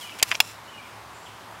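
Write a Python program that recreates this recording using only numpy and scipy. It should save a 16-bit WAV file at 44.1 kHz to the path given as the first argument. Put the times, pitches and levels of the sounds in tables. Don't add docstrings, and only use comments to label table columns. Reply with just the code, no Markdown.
import sys
import numpy as np
from scipy import signal
from scipy.fft import rfft, irfft
from scipy.io import wavfile
from scipy.ndimage import uniform_filter1d

SR = 44100
rng = np.random.default_rng(int(sys.argv[2]) if len(sys.argv) > 2 else 0)


def amplitude_ratio(level_db):
    exponent = np.asarray(level_db, float) / 20
    return 10 ** exponent


def dump_mix(stems):
    frames = np.atleast_2d(stems).T
    limited = np.clip(frames, -1, 1)
    pcm = np.round(limited * 32767).astype(np.int16)
    wavfile.write(sys.argv[1], SR, pcm)


N = 70560

# (frequency [Hz], density [dB per Hz])
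TRAFFIC_SPECTRUM = [(88, -28), (150, -15), (291, -7), (448, -8.5), (637, -5.5), (998, -0.5), (1600, -7.5),
                    (11900, -27), (16000, -33)]
# (frequency [Hz], density [dB per Hz])
RUMBLE_SPECTRUM = [(15, -76), (25, -49), (50, -39), (97, -9), (140, 0), (195, 0), (250, -4), (320, -70),
                   (550, -120)]
# (frequency [Hz], bandwidth [Hz], level [dB])
ENGINE_HUM = [(105.8, 14, -57.5), (70.8, 12, -65)]

# (start [s], rise [s], fall [s], level [dB], share of rail ringing [0-1])
STROKES = [
    (-.03, 0.042, 0.13, -42, 0.1),
    (0.089, 0.0134, 0.28, -49, 0.4),
    (0.179, 0.013, 0.0082, -39, 0.11),
    (0.234, 0.0032, 0.046, -41.5, 0),
    (0.252, 0.039, 0.14, -38.5, 0.43),
    (0.412, 0.00324, 0.04, -41, 1),
    (0.431, 0.011, .165, -41.5, 0.78),
]
# (frequency [Hz], density [dB per Hz])
FRICTION_HISS = [(590, -20), (1000, -8), (2330, -1), (2780, -8), (5380, -5.5), (13400, -11.5), (16000, -19)]
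# (frequency [Hz], bandwidth [Hz], level [dB])
RAIL_MODES = [(2730, 140, 6), (3480, 200, -2), (4000, 134, -0.5), (5320, 630, -0.5), (7160, 295, -1.5),
              (7700, 195, -24.5), (10260, 360, -14), (10600, 420, -13.5)]

# (start [s], length [s], level [dB], first frequency [Hz], last frequency [Hz])
WHISTLES = [(.008, 0.05, -42, 3500, 2912), (.048, .075, -49, 2567, 2280), (.118, 0.013, -43.5, 2720, 2600),
            (0.062, 0.061, -50.5, 2960, 2865), (.679, 0.026, -49.5, 2910, 3050),
            (.733, 0.0379, -48, 2955, 2850), (.777, 0.031, -46, 2580, 2307), (.826, 0.023, -54, 2326, 2450),
            (.852, 0.0285, -55, 2240, 2140), (.822, 0.021, -57, 3320, 3170),
            (.85, 0.018, -63.5, 3240, 3480)]
# (start [s], length [s], level [dB], frequency [Hz], bandwidth [Hz])
TRILL = [(1.108, 0.19, -63.5, 7100, 300), (1.127, 0.18, -62, 7600, 250)]
# (start [s], length [s], level [dB], first frequency [Hz], last frequency [Hz], buzz [Hz])
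BURRED_NOTES = [
    (1.254, .032, -46.5, 3550, 2700, 260),
]

# (time [s], level [dB], rise [s], brightness [dB per octave])
RATTLE_BLOWS = [
    (.0945, -27, .0007, -0.5),
    (.3108, -20, .0009, -3.5),
    (.3135, -19, 0.000326, 10.5),
    (.3153, -7.5, 0.000164, 2),
    (.3178, -28.5, .0004, 3.33),
    (.3197, -18.5, 0.00023, 5),
    (.3222, -15, 0.00046, -6),
    (.3248, -16, .0003, -8),
    (.3276, -20, 0.0005, -5.5),
    (.3315, -27, 0.00052, -10),
]
STOP_BLOWS = [
    (.1979, -23.5, 0.00032, -6.5),
    (.2262, -8, .0007, -9.5),
    (.2275, -1.5, 0.000167, -0.2),
    (.2287, -4, 0.00013, 1.7),
    (.2302, -14.5, 0.0001, -5.5),
    (.2323, -10, 0.000164, -3),
    (.2338, -27, 0.00026, -12),
    (.2358, -20, 0.0009, -5),
    (.2385, -27, 0.00036, -9),
]
CATCH_BLOWS = [
    (.204, -22.5, 0.00078, -5.5),
    (.218, -27.5, 0.00033, -15.5),
    (.3465, -21, .0008, -11),
    (.348, -22, 0.00046, -2),
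    (.3518, -14.5, 0.0005, -2.2),
    (.353, -14, 0.0006, -5.5),
    (.3575, -25, 0.0011, 1),
]
LOCK_BLOWS = [
    (.4019, -13, 0.00068, -19.5),
    (.4028, 3.3, .0004, 1.1),
    (.4042, -4.5, 0.00015, 1),
    (.4063, -6.5, 0.00022, -1.5),
    (.4082, -26, 0.00057, 0),
    (.4105, -15, .001, -3),
]
# (frequency [Hz], bandwidth [Hz], level [dB])
RATTLE_MODES = [(657, 28, -10.5), (975, 230, -4.5), (1710, 250, -3), (2040, 440, -3.5), (2700, 370, 2.5),
                (3370, 300, 0), (4800, 180, -.4), (5960, 230, -8), (6800, 370, -13), (7650, 246, -19),
                (8300, 300, -18), (9640, 200, -35), (10500, 300, -27)]
STOP_MODES = [(1180, 164, -12), (2070, 220, -8), (2710, 350, 4.5), (3110, 550, 7.5), (3450, 120, -1.5),
              (4440, 200, 3), (4825, 150, 13), (6100, 280, -6), (7200, 290, 7), (9160, 260, -20),
              (10270, 340, -2), (12400, 420, -1), (13700, 500, -12.5)]
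CATCH_MODES = [(660, 80, -16.5), (1750, 200, -23), (2300, 380, -4), (2720, 220, 7), (3194, 120, -9),
               (4330, 230, -19), (5060, 190, -5), (5810, 140, -6), (7000, 300, -13), (7960, 490, -18),
               (9600, 300, -30.5), (11200, 300, -28)]
LOCK_MODES = [(750, 280, -17), (928, 280, -4.5), (1415, 72, -15), (1762, 130, -9), (2815, 204, -1),
              (3405, 340, 1.7), (4180, 110, -13), (5230, 140, -1.5), (5830, 150, -22), (7070, 170, -11),
              (8670, 340, -38), (9930, 89, -15), (11900, 400, -16), (13100, 345, -12)]
# (frequency [Hz], density [dB per Hz])
RATTLE_CRACK = [(300, -56), (700, -34), (1250, -10), (2020, 4), (3560, -2), (4200, -15), (4860, -9),
                (16000, -51)]
STOP_CRACK = [(500, -38), (1000, -23.5), (1600, -9), (2710, -6), (5800, -5.5), (7230, -5), (10000, -11),
              (16500, -21)]
CATCH_CRACK = [(400, -40), (800, -12.5), (1420, -22), (2650, 2.5), (3980, -10), (5880, -1.5), (16000, -50)]
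LOCK_CRACK = [(600, -52), (1100, -17), (2000, -5.5), (2750, 3), (3400, -9.5), (5190, -8.5), (13000, -30),
              (16500, -13)]

# (time [s], length [s], peak [dB])
SHOVES = [
    (.2284, 0.00085, -15.5),
    (0.411, 0.00091, -44),
]


def evened(x):
    return x / np.sqrt(np.mean(x ** 2) + 1e-20)


def add(mix, start_s, sound):
    at = round(start_s * SR)
    part = mix[max(at, 0):][:len(sound) + min(at, 0)]
    part += sound[max(-at, 0):][:len(part)]


def coloured(x, spectrum):
    points_hz, points_db = np.transpose(spectrum)
    hz = np.fft.rfftfreq(len(x), 1 / SR)
    gain_db = np.interp(np.log(hz + 1), np.log(points_hz), points_db, -90, -90)
    return evened(irfft(rfft(x) * amplitude_ratio(gain_db), len(x)))


def resonate(x, hz, width):
    r = np.exp(-np.pi * width / SR)
    return 2 * signal.lfilter([1 - r], [1, -r * np.exp(2j * np.pi * hz / SR)], x).real


def distance():
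    z = signal.stft(rng.standard_normal(N + 2048), nperseg=512)[2]
    patches = uniform_filter1d(rng.standard_normal(z.shape), size=10, axis=0)
    patches = evened(uniform_filter1d(patches, size=12, axis=1))
    patchy_noise = signal.istft(z * amplitude_ratio(0.9 * patches), nperseg=512)[1][:N]
    wash = amplitude_ratio(-44.5) * coloured(patchy_noise, TRAFFIC_SPECTRUM)
    rumble = amplitude_ratio(-61) * coloured(rng.standard_normal(N), RUMBLE_SPECTRUM)
    hum = np.zeros(N)
    for hz, width, db in ENGINE_HUM:
        once = resonate(rng.standard_normal(N), hz, width)
        hum += amplitude_ratio(db) * evened(resonate(once, hz, width))
    return wash + rumble + hum


def slides():
    out = np.zeros(N)
    t = np.arange(8192) / SR
    for start, rise, fall, level_db, ring_share in STROKES:
        roughness = evened(uniform_filter1d(rng.standard_normal(len(t)), size=150))
        grit = rng.standard_normal(len(t)) * amplitude_ratio(1.5 * roughness)
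        sing = evened(sum(amplitude_ratio(db) * resonate(grit, hz, width) for hz, width, db in RAIL_MODES))
        hiss = coloured(grit, FRICTION_HISS)
        ramp = np.clip(np.minimum(t / rise, 1 - (t - rise) / fall), 0, 1)
        envelope = np.sin(np.pi / 2 * ramp) ** 2
        add(out, start, amplitude_ratio(level_db) * envelope * ((1 - ring_share) * hiss + ring_share * sing))
    return out


def whistles(out):
    for start, length, level_db, first_hz, last_hz in WHISTLES:
        u = np.arange(0, 1, 1 / (length * SR))
        hz = last_hz + (first_hz - last_hz) * (1 - u) ** 2.33
        tone = np.sin(2 * np.pi * np.cumsum(hz) / SR)
        add(out, start, amplitude_ratio(level_db) * np.sqrt(2) * signal.windows.tukey(len(u), 0.21) * tone)


def burred_notes(out):
    for start, length, level_db, first_hz, last_hz, buzz_hz in BURRED_NOTES:
        u = np.arange(0, 1, 1 / (length * SR))
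        turns = np.cumsum(first_hz + (last_hz - first_hz) * u) / SR
        turns += 0.15 * np.sin(2 * np.pi * buzz_hz * length * u)
        add(out, start, amplitude_ratio(level_db) * np.sqrt(2) * np.sin(np.pi * u) * np.sin(2 * np.pi * turns))


def among_trees(x):
    t = np.arange(12000) / SR
    decay = np.exp(-t / 0.28 * np.log(10))
    echoes = rng.standard_normal(len(t)) * decay * (t > 0.01)
    return x + amplitude_ratio(-1.5) * signal.fftconvolve(x, echoes / np.linalg.norm(echoes))[:N]


def trill(out):
    for start, length, level_db, hz, width in TRILL:
        noise = rng.standard_normal(16384)[:round(length * SR)]
        thin = evened(resonate(resonate(noise, hz, width), hz, width))
        add(out, start, amplitude_ratio(level_db) * signal.windows.tukey(len(noise), 0.4) * thin)


def birds():
    calls = np.zeros(N)
    whistles(calls)
    burred_notes(calls)
    out = among_trees(calls)
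    trill(out)
    return out


def blows(table, modes, crack, crack_db, crack_s, longer=1):
    out = np.zeros(N)
    t = np.arange(4096) / SR
    pivot_hz = 3000
    hz, width, db = np.transpose(modes)[:, :, None]
    decay = np.exp(-np.pi * width * t / longer)
    for start, level_db, rise, tilt_db in table:
        size = amplitude_ratio(db + tilt_db * np.log2(hz / pivot_hz)) * width
        partials = size * decay * np.sin(2 * np.pi * (hz * t + rng.random(hz.shape)))
        ring = partials.sum(0) / np.linalg.norm(size)
        tilted = [(f, g + tilt_db * np.log2(f / pivot_hz)) for f, g in crack]
        noise = coloured(rng.standard_normal(len(t)), tilted)
        snap = amplitude_ratio(crack_db - 60 * t / crack_s) * noise
        add(out, start, amplitude_ratio(level_db) * (1 - np.exp(-t / rise)) * (ring + snap))
    return out


def shoves():
    out = np.zeros(N)
    for start, length, peak_db in SHOVES:
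        u = np.arange(0, 1, 1 / (length * SR))
        add(out, start, amplitude_ratio(peak_db) * np.sin(np.pi * u) ** 2)
    return out


def scene():
    soft = distance() + slides() + birds()
    bolt = blows(RATTLE_BLOWS, RATTLE_MODES, RATTLE_CRACK, crack_db=-2.5, crack_s=0.0097)
    bolt += blows(STOP_BLOWS, STOP_MODES, STOP_CRACK, crack_db=0, crack_s=0.01)
    bolt += blows(CATCH_BLOWS, CATCH_MODES, CATCH_CRACK, crack_db=-2.1, crack_s=0.012)
    bolt += blows(LOCK_BLOWS, LOCK_MODES, LOCK_CRACK, crack_db=-3.5, crack_s=0.01, longer=1.32)
    near = signal.lfilter(*signal.butter(2, 110, "high", fs=SR), bolt + shoves())
    return (soft + near)[None]


def top_cut(x):
    return signal.sosfilt(signal.butter(12, 16880, fs=SR, output="sos"), x)


def record(dry):
    overloaded = np.tanh(dry)
    band_limit = signal.firwin(255, 15900, fs=SR)[None]
    mix = signal.oaconvolve(overloaded, band_limit, "same")
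    return top_cut(mix)


dry = scene()
out = record(dry)
dump_mix(out)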